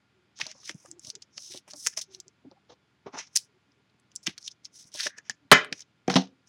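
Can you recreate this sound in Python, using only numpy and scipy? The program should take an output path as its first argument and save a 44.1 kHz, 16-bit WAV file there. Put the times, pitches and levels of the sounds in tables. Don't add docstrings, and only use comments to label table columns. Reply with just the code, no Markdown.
import sys
import numpy as np
from scipy import signal
from scipy.io import wavfile
from scipy.ndimage import uniform_filter1d

SR = 44100
rng = np.random.default_rng(int(sys.argv[2]) if len(sys.argv) > 2 else 0)


def generate_wav(sig):
    pcm = np.round(np.clip(np.atleast_2d(sig).T, -1, 1) * 32767).astype(np.int16)
    wavfile.write(sys.argv[1], SR, pcm)


N = 285768

# (time of full level [s], rise [s], hold [s], fall [s], hiss level [dB],
# body against hiss [dB], air against hiss [dB], hiss centre [Hz], body centre [Hz])
STROKES = [(0.366, 0.011, .02, 0.021, -49, -20, -28, 5000, 2320),
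           (0.403, 0.0183, .01, 0.099, -40, -3, -20.5, 4840, 2290),
           (0.483, 0.019, .035, 0.031, -49, -5.5, -23.5, 5110, 2200),
           (0.548, 0.038, .06, .04, -61.5, -5.5, -23, 5530, 907.6),
           (0.662, 0.0965, .03, .04, -46, -20.5, -15.5, 5110, 2616),
           (0.691, 0.0555, .006, 0.044, -41.5, -3.5, -13.5, 5450, 2366),
           (0.757, 0.023, .155, 0.036, -63.5, -6.5, -8.5, 6870, 1308),
           (1.065, 0.0837, .035, 0.034, -46.5, -19.5, -10.5, 5570, 1401),
           (1.37, 0.07, .01, 0.052, -50.5, -21.5, -29.5, 5830, 1980),
           (1.403, 0.075, .11, 0.079, -48, -25, -12.5, 5700, 2534),
           (1.509, 0.024, 0.0706, 0.033, -46.5, -14, -8.5, 4800, 2800),
           (1.679, 0.0036, .02, 0.0206, -58.5, -1.5, -4.5, 5509, 1900),
           (1.707, .02, .004, 0.045, -46.5, -20.5, -12.5, 5640, 1218),
           (1.764, .03, .065, 0.043, -48.5, -29, -4.5, 6100, 2361),
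           (1.853, 0.072, .006, .03, -39, -19.5, -6, 5840, 2386),
           (1.866, .008, .008, 0.01, -26.5, -7.5, -8.5, 5730, 2136),
           (1.883, .01, .004, .09, -46.5, -17.5, -7.5, 6300, 2097),
           (1.932, 0.024, .003, 0.027, -52, -4, -14, 5700, 1890),
           (1.975, 0.0118, .004, 0.0383, -28.5, -11, -10, 6080, 1870),
           (2.013, 0.0027, .006, 0.024, -31.5, -23, -11.5, 5320, 2500),
           (2.144, 0.0394, .004, 0.055, -52, -18, -13, 4880, 2050),
           (2.108, 0.056, .02, .06, -64, -6, -34, 5030, 1900),
           (2.698, .015, .03, .035, -57, -3, -27, 4394, 1079),
           (3.066, 0.011, .004, 0.0612, -57.5, 11.5, -45.5, 4450, 860),
           (3.138, 0.0203, .035, 0.029, -51.5, 9, -37.5, 4960, 919.5),
           (3.185, 0.038, .006, 0.075, -36, -3, -33, 5490, 1785),
           (3.263, .03, .016, .04, -62, -10, -33, 5460, 1500),
           (3.345, 0.056, .006, .02, -56.5, -16.5, -13.5, 5620, 2608),
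           (3.359, 0.0074, 0.0134, 0.0077, -25, -15, -3.5, 5650, 2497),
           (3.383, 0.0093, .002, 0.0715, -44.5, -18, -4.5, 5570, 2505),
           (4.234, 0.0107, .004, 0.059, -53.5, -21, -11.5, 6100, 1850),
           (4.269, 0.01055, .003, 0.028, -28.5, -2.5, -19.5, 4425, 2183),
           (4.29, .01, .004, 0.073, -50, -0.5, -15.5, 4470, 2205),
           (4.41, .03, .015, 0.034, -56, -16.5, -12.5, 5550, 1944),
           (4.451, 0.0377, .028, 0.0184, -43.5, -24, -32, 6130, 2420),
           (4.515, 0.023, .003, .02, -47.5, -22, -32.5, 5750, 2900),
           (4.654, 0.0196, .002, 0.02115, -45, -12, -17, 5060, 2700),
           (4.751, 0.0457, .065, .1, -52, -16, -10.5, 5790, 2361),
           (4.876, 0.056, .004, 0.043, -59.5, -19, -7, 6100, 1579),
           (4.949, 0.025, .025, 0.055, -42.5, -16, -10.5, 4760, 2000),
           (4.999, 0.0822, .072, 0.037, -33, -12.5, -13.5, 4910, 2240),
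           (5.182, 0.024, .002, .02, -48, -6.5, -23, 6010, 1780),
           (5.261, 0.0325, .006, 0.078, -60, 1, -23.5, 5540, 1887),
           (5.753, 0.052, .066, 0.023, -54, -11, -17.5, 5970, 1883),
           (6.099, .006, .003, 0.0935, -32, -4, -20, 4620, 1134),
           (6.145, 0.0098, .012, .03, -41, -6, -16.5, 5030, 1300),
           (6.161, 0.0047, .003, 0.0258, -19.5, -1.5, -23.5, 4170, 1070),
           (6.183, 0.022, .004, 0.086, -34, -7.5, -27, 4300, 971),
           (6.48, 0.0272, .01, .01, -57.5, -9.5, -16.5, 5870, 894.8)]
# (time [s], level [dB], body against level [dB], air against level [dB], centre [Hz],
# 60 dB decay [s], at least 1 ms)
SNAPS = [(0.368, -62.5, -28.5, -33, 4240, 0.0069), (0.3895, -40.5, -5, -18, 5993, 0.0056),
         (0.4016, -30, 0, -14, 3650, 0.00373), (0.412, -27.5, 2, -42.5, 3616, 0.0108),
         (0.4668, -26.5, -23, -20.5, 5130, 0.00515), (0.5147, -32.5, -9.5, -36, 5350, 0.0052),
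         (0.6774, -36, -14, -15.5, 5830, 0.0044), (0.6938, -33.5, 12, -11, 5500, 0.00685),
         (0.6984, -38.5, -16, -24.5, 6000, 0.013), (0.745, -47.5, -22, -25, 6980, 0.0064),
         (0.859, -46.5, -11, -32, 6970, 0.0088), (0.9138, -33, -19, -40.5, 6715, 0.0075),
         (0.9946, -36, -28, -38.5, 7080, 0.00624), (1.0482, -35.5, -13, -25, 5350, 0.0059),
         (1.1011, -29, -28, -19.5, 5160, 0.0176), (1.1525, -29.5, -21.5, -37, 5620, 0.00576),
         (1.1553, -41, -24, -35.5, 5570, 0.0069), (1.2207, -36, -31, -40, 5490, 0.00254),
         (1.2233, -33, -17, -37.5, 5630, 0.0066), (1.379, -31.5, -7.5, -40, 5180, 0.0152),
         (1.5185, -38.5, -8.5, -25, 4470, 0.0049), (1.6785, -48.5, 7, -7, 5430, 0.0039),
         (1.709, -36, -9, -27, 5490, 0.0041), (1.735, -37, -9.5, -25.5, 5200, 0.0093),
         (1.8647, -12, -5.5, -12, 5280, 0.00125), (1.8704, -4.5, -15, -13, 6283, 0.0025),
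         (1.9754, -47.5, -23, -20, 6070, 0.0054), (1.9914, -27, -32.5, -24, 5780, 0.012),
         (2.0143, -38.5, -33, -43, 5530, 0.0087), (2.1235, -44.5, -20, -28, 6800, 0.0025),
         (2.1477, -32.5, -21, -42.5, 5110, 0.0079), (2.2009, -35.5, -29.5, -15.5, 5940, 0.0197),
         (2.2809, -43, -26, -29, 6025, 0.0073), (2.5136, -52.5, -5.5, -42.5, 4730, 0.0065),
         (3.1321, -63, -0.5, -34, 5800, 0.0033), (3.1871, -34, -13, -31.5, 5560, 0.018),
         (3.2726, -51, -19.5, -38, 5370, 0.0058), (3.3616, -14, -29, -25, 5720, 0.0036),
         (3.3632, -10.5, -24, -7.5, 6170, 0.00134), (3.3721, -2.5, -27, -13, 5562, 0.0018),
         (3.3744, -26.5, -19.5, -22.5, 5220, 0.0073), (3.7192, -51, -23, -38.5, 4386, 0.0041),
         (3.8977, -54, -15.5, -26, 3958, 0.0047), (3.9983, -63.5, -11.5, 1.5, 4897, 0.00775),
         (4.117, -52, -3.5, -15.5, 5710, 0.0051), (4.1544, -35.5, -22.5, -3, 5250, 0.00313),
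         (4.1603, -25, -28.5, -28, 6666, 0.00703), (4.2301, -49.5, -12.5, -8.5, 5814, 0.006),
         (4.264, -33.5, -14.5, -22.5, 5830, 0.005), (4.2677, -22, -6.5, -19.5, 5750, 0.0131),
         (4.2741, -27, -31.5, -15.5, 3740, 0.0057), (4.3789, -36, -14, -15, 4956, 0.0259),
         (4.428, -39, -31, -30, 5560, 0.0052), (4.4773, -30, -24, -17.5, 3607, 0.0261),
         (4.5152, -44.5, -22.5, -26, 5370, 0.0057), (4.6477, -38, -22, -23, 5520, 0.005),
         (4.6524, -42.5, -23.5, -22, 5380, 0.0023), (4.6532, -33, -36, -24.5, 4990, 0.00527),
         (4.8416, -47.5, -33, -18, 5010, 0.0064), (4.9409, -32, -28.5, -5, 6100, 0.0045),
         (5, -26.5, -4, -23.5, 4850, 0.0105), (5.0058, -24, -8, -24.5, 4480, 0.0166),
         (5.0562, -28, -14, -25, 5940, 0.0063), (5.0674, -28.5, 5.5, -28.5, 5500, 0.0076),
         (5.1837, -38, -30.5, -19.5, 5900, 0.009), (5.2969, -14.5, -15.5, -29.5, 5522, 0.0038),
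         (5.3077, -40.5, 10, -8.5, 4880, 0.00435), (5.5151, -0.5, 1, -17.5, 3567, 0.0072),
         (5.6465, -46, 16.5, 4.5, 3535, 0.00487), (5.65, -60.5, -2.5, -2.5, 3510, 0.0032),
         (5.7257, -24.5, -2, -21.5, 4746, 0.01855), (5.8061, -36.5, -16.5, -28, 5696, 0.0107),
         (5.8205, -39, -27.5, -32, 4130, 0.0048), (6.0786, -32, 0, -29.5, 5520, 0.0057),
         (6.0999, -22.5, 2, -27.5, 3900, 0.0131), (6.1411, -21.5, -3, -28, 4860, 0.0064),
         (6.1571, -16.5, 2.5, -24, 4460, 0.0044)]
# (centre [Hz], width [Hz], relative level [dB])
BODY = [(878, 620, 6), (1290, 880, -3.5), (1850, 690, 3), (2266, 950, 6), (2802, 1300, 5.5)]
HISS = [(3484, 1700, 10.5), (4500, 2300, 3.5), (5648, 1300, 7.5), (6264, 1400, 1), (7536, 4300, -6)]
AIR = [(9040, 3200, 7.5), (13010, 16000, -8.5)]
# (time [s], length [s], level [dB])
SQUEAKS = [(4.959, 0.144, -47), (5.074, 0.15, -60.5)]
# (time [s], level [dB])
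TICKS = [(1.931, -40), (3.1897, -36.5), (5.0669, -13.5), (5.1854, -27), (5.2966, -14), (5.3089, -41)]
# (time [s], level [dB], pitch [Hz], 60 dB decay [s], limited to 0.01-0.09 s)
TAPS = [(0.397, -39.5, 879.8, 0.15), (0.46, -43, 636.3, 0.15), (0.55, -48.5, 540, 0.05),
        (0.63, -50.5, 1250, 0.04), (0.697, -41, 310.2, 0.075), (0.425, -40.5, 146.3, 0.046),
        (0.746, -34.5, 149.4, 0.041), (0.849, -43.5, 543.6, 0.0287), (0.857, -43.5, 1210, 0.0332),
        (1.044, -44, 188.5, 0.0348), (1.075, -38, 119, 0.0288), (1.373, -52.5, 586.1, 0.0814),
        (1.543, -40.5, 368.3, 0.11), (1.675, -48, 612, 0.076), (1.732, -45, 598.1, 0.1),
        (1.864, -40.5, 474.2, 0.06), (1.97, -44, 628, 0.194), (2.449, -35, 270.1, 0.0308),
        (2.513, -47.5, 535.7, 0.13), (2.695, -45, 490.8, 0.11), (2.718, -49, 505.3, 0.16),
        (3.06, -32, 399.5, 0.11), (3.136, -37.5, 257.6, 0.069), (3.154, -29.5, 847.7, 0.032),
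        (3.174, -34.5, 904, 0.075), (4.273, -31, 192.3, 0.0754), (4.848, -44.5, 132.2, 0.047),
        (4.947, -44.5, 596.6, 0.11), (5.061, -32, 583, 0.0675), (5.177, -49, 450.9, 0.067),
        (5.296, -35.5, 128.5, 0.0499), (5.721, -29.5, 283.8, 0.0489)]
# (time [s], push on table [dB], push on holder [dB], contact [ms])
BLOWS = [(5.5173, -18, 6, 0.2), (5.5221, -22, 4.5, 0.2), (5.529, -25, -0.5, 0.25),
         (6.081, -12, -25.5, 0.833), (6.102, -21, -24.5, 0.914), (6.138, -28, -35.5, 0.22),
         (6.157, -4.5, -22.5, 1.953)]
# (frequency [Hz], level [dB], 60 dB decay [s])
HOLDER = [(470, -17, .03), (830, -7, .015), (1055, -2.5, 0.0093), (1327.5, 0, .014), (1656, 0, 0.017),
          (2020, -7.5, .012), (2394, -6, 0.0053), (2988, -9.5, 0.013), (3650, -11, 0.0051)]
TABLE = [(188.5, -9, 0.14), (267, -6, 0.11), (359.5, -5, 0.035), (482, -7, 0.055), (693.1, -7, 0.06),
         (747.4, -7.5, 0.065)]
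# (time [s], length [s], pitch [Hz], level [dB])
CREAKS = [(0.85, 0.1734, 341.6, -60), (1.05, 0.07, 636.5, -64), (1.122, 0.0678, 402.5, -59),
          (1.487, 0.1156, 343, -60), (2.064, 0.1665, 377, -60), (2.256, 0.044, 390, -61),
          (2.461, 0.0292, 278.6, -47.5), (5.405, 0.071, 276.3, -58.5), (0.124, 0.15, 381, -67),
          (0.487, 0.0322, 590, -56.5), (2.552, 0.04, 770, -65), (1.735, 0.052, 287.9, -58),
          (3.482, .04, 399.7, -68.5), (3.537, .05, 370, -63.5), (3.658, .07, 274.5, -65),
          (3.761, 0.054, 397.1, -67.5)]
# (band centre [Hz], 60 dB decay [s], relative level [dB])
ROOM_T60 = [(196, 0.24, -3), (396.06, 0.42, -7.5), (736, 0.19, -2.5), (1728, 0.24, 2), (3000, 0.23, 5),
            (5438, 0.18, 6), (9800, 0.041, 4)]
# (frequency [Hz], relative level per Hz [dB])
QUIET = [(18, -64), (30, -47.5), (66, -5.5), (157, -7), (252, -5.5), (384, -11), (512, -16), (780, -16),
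         (2750, -17), (3870, -23.5), (4190, -22.5), (8300, -36.5), (16000, -55.5)]
# (frequency [Hz], level [dB])
HUM = [(79, -71), (99, -75), (118.8, -71), (140, -75.5), (158, -76.5), (198, -76), (1408, -78.5)]

EDGE_DB = 30
AFTER_DB, AFTER_S, AFTER_BODY_HZ = -15, .02, 2260
CRISP_DB_PER_OCTAVE, CRISP_T60_S = 7.5, 0.0048
TICK_HZ, TICK_T60_S, SQUEAK_WIDTH_HZ = 1744.7, 0.019, 490
ROOM_DB, TABLE_ROOM_DB = -27, -11.5
QUIET_DB = -63.5
MIC_LOW_HZ, TOP_HZ = 109.6, 16200
CLIP = .6
SUPPRESS, LEAVE_DB = 2.4, -7


def sleeve():
    return rubbing() + snaps()


def rubbing(slips_db=2.5, flicker_db=2.0):
    drive, centre = grip()
    sizes = np.repeat(rng.exponential(size=N // 6 + 1), 6)[:N]
    drive = drive * unit(undb(slips_db * sizes + flicker_db * walk(190)))
    hiss = sing(drive[0], centre[0], HISS, spread=0.3333)
    body = sing(drive[1], centre[1], BODY, spread=0.81)
    air = ring(drive[2] * rng.standard_normal(N), AIR)
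    return hiss + body + air


def grip():
    t = np.arange(N) / SR
    after = []
    for s, db, body, air, hz, t60 in SNAPS:
        crisp_db = CRISP_DB_PER_OCTAVE * min(np.log2(max(t60, .001) / CRISP_T60_S), 0)
        after.append((s, .001, .002, AFTER_S, db + AFTER_DB + crisp_db, body, air, hz, AFTER_BODY_HZ))
    power, centre = np.full((3, N), 1e-12), np.full((2, N), 3e-9)
    for s, rise, hold, fall, db, body, air, hz, body_hz in list(STROKES) + after:
        corners = s + np.cumsum([-rise, rise, hold, fall])
        end = corners[3] + fall
        part = slice(int(corners[0] * SR), int(end * SR))
        shape = np.interp(t[part], [*corners, end], np.array([-1, 0, 0, -1, -2]) * EDGE_DB)
        strength = undb(2 * (shape + db + np.array([[0], [body], [air]])))
        power[:, part] += strength
        centre[:, part] += strength[:2] * np.array([[hz], [body_hz]])
    return np.sqrt(power), centre / power[:2]


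def sing(drive, centre, resonances, spread):
    share = []
    for hz, _, db in resonances:
        share.append(undb(db) * np.exp(-(np.log(centre / hz) / spread) ** 2))
    share = np.array(share) + 1e-9
    share = share / np.sqrt(np.sum(share ** 2, axis=0))
    out = 0
    for amount, resonance in zip(share, resonances):
        out = out + ring(drive * amount * rng.standard_normal(N), [resonance])
    return out


def snaps(width=0.4446):
    out, low, high = np.zeros((3, N))
    u = np.arange(1500) / SR
    noise = rng.standard_normal((len(SNAPS), len(u)))
    for (s, db, body, air, hz, t60), grit in zip(SNAPS, noise):
        burst = (np.sign(grit) + 0.17 * grit) * decay(u, max(t60, .001))
        add(out, s, undb(db) * ring(burst, [(hz, width * hz, 0)]))
        add(low, s, undb(db + body) * burst)
        add(high, s, undb(db + air) * burst)
    return out + ring(low, [(1990, 1800, 0)]) + ring(high, AIR)


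def squeaks():
    friction = rng.standard_normal(N) * undb(3.0 * walk(80))
    note = unit(band(friction, TICK_HZ, SQUEAK_WIDTH_HZ))
    out = np.zeros(N)
    for s, length, db in SQUEAKS:
        n = int(length * SR)
        add(out, s, undb(db) * note[int(s * SR):][:n] * signal.windows.tukey(n, .4))
    return out


def ticks():
    return taps([(s, db, TICK_HZ, TICK_T60_S) for s, db in TICKS], rough=0.16)


def taps(table, rough):
    out, u = np.zeros(N), np.arange(8000) / SR
    noise = rng.standard_normal((len(table), len(u)))
    for (s, db, hz, t60), grit in zip(table, noise):
        note = np.sin(2 * np.pi * hz * u) + rough * unit(band(grit, 0.8 * hz, 1.5 * hz))
        attack = 1 - np.exp(-u / .002)
        add(out, s, undb(db) * note * attack * decay(u, np.clip(t60, .01, .09)))
    return out


def blows():
    table_push, holder_push, cracks = np.zeros((3, N))
    u = np.arange(4000) / SR
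    noise = rng.standard_normal((len(BLOWS), 3, len(u)))
    for (s, table_db, holder_db, ms), grit in zip(BLOWS, noise):
        shape = np.sin(np.pi * np.clip(u / (ms / 1000), 0, 1))
        push = shape / shape.sum()
        add(table_push, s, undb(table_db) * (push + .012 * grit[0] * np.exp(-u / 0.027)))
        add(holder_push, s, undb(holder_db) * (push + 0.092 * grit[1] * np.exp(-u / 0.0035)))
        crack = undb(6) * band(grit[2], 1600, 960) + undb(-9.0) * band(grit[2], 5600, 2200)
        add(cracks, s, undb(holder_db) * crack * np.exp(-u / 0.0048))
    out = cracks + modes(table_push, TABLE) + modes(holder_push, HOLDER)
    return highpass(out, 3, 150)


def modes(x, table):
    out = 0
    for hz, db, t60 in table:
        r, w = np.exp(-np.log(1000) / (t60 * SR)), 2 * np.pi * hz / SR
        out = out + undb(db) * signal.lfilter([0, r * np.sin(w)], [1, -2 * r * np.cos(w), r * r], x)
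    return out


def creaks():
    out, waver, swell = np.zeros(N), walk(90), undb(2.0 * walk(64))
    for s, length, hz, db in CREAKS:
        n = int(length * SR)
        part = slice(int(s * SR), int(s * SR) + n)
        phase = 2 * np.pi * np.cumsum(hz * (1 + 0.046 * waver[part])) / SR
        tone = np.sqrt(2) * np.sin(phase)
        add(out, s, undb(db) * tone * swell[part] * signal.windows.tukey(n, .4))
    return out


def room(x):
    u = np.arange(SR // 2) / SR
    tail = 0
    for hz, t60, db in ROOM_T60:
        tail = tail + undb(db) * band(rng.standard_normal(len(u)), hz, .75 * hz) * decay(u, t60)
    tail = tail * (1 - np.exp(-u / 0.0011))
    return signal.fftconvolve(x, tail / np.sqrt(np.sum(tail ** 2)))[:N]


def quiet():
    hz, db = np.transpose(QUIET)
    out = 0
    for f in 35 * 2 ** np.arange(0, 8.9, .5):
        level = np.interp(np.log(f), np.log(hz), db) + 0.21 * walk(21)
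        out = out + undb(level) * band(rng.standard_normal(N), f, 0.32 * f)
    return unit(out) * undb(QUIET_DB)


def fan():
    t = np.arange(N) / SR
    return sum(undb(db) * np.sqrt(2) * np.sin(2 * np.pi * hz * t) for hz, db in HUM)


def suppress(x):
    z = signal.stft(x, nperseg=512, noverlap=384)[2]
    power = uniform_filter1d(np.abs(z) ** 2, size=13, axis=0)
    power = uniform_filter1d(power, size=7, axis=1) + 1e-20
    noise = np.percentile(power, 15, axis=1, keepdims=True)
    gain = np.sqrt(np.maximum(1 - SUPPRESS * noise / power, undb(2 * LEAVE_DB)))
    return signal.istft(z * gain, nperseg=512, noverlap=384)[1][:N]


def undb(db):
    return 10 ** (np.asarray(db) / 20)


def unit(x):
    return x / np.sqrt(np.mean(x ** 2))


def decay(u, t60):
    return np.exp(-np.log(1000) * u / t60)


def highpass(x, order, hz):
    return signal.sosfilt(signal.butter(order, hz, "highpass", fs=SR, output="sos"), x)


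def band(x, hz, width):
    lo = np.sqrt(hz ** 2 + width ** 2 / 4) - width / 2
    hi = min(lo + width, .48 * SR)
    return signal.sosfilt(signal.butter(3, [lo, hi], "bandpass", fs=SR, output="sos"), x)


def ring(x, resonances):
    def colour(v):
        return sum(undb(db) * band(v, hz, width) for hz, width, db in resonances)
    pulse = np.zeros(2048)
    pulse[0] = 1
    return colour(x) / np.sqrt(np.sum(colour(pulse) ** 2))


def walk(rate):
    k = int(SR / rate)
    held = np.repeat(rng.standard_normal(N // k + 1), k)
    return 1.2 * uniform_filter1d(held, k)[:N]


def add(out, s, piece):
    i = int(s * SR)
    out[i:i + len(piece)] += piece[:N - i]


def scene():
    hands = sleeve() + squeaks() + ticks() + taps(TAPS, rough=0.71)
    table = blows()
    echo = room(undb(ROOM_DB) * hands + undb(TABLE_ROOM_DB) * table)
    return (hands + table + echo + creaks() + quiet() + fan())[None]


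def record(dry):
    thin = highpass(dry[0], 2, MIC_LOW_HZ)
    hard = np.clip(thin, -CLIP, CLIP)
    clean = suppress(highpass(hard, 2, 60))
    return signal.sosfilt(signal.ellip(10, .2, 70, TOP_HZ, fs=SR, output="sos"), clean)[None]


dry = scene()
out = record(dry)
generate_wav(out)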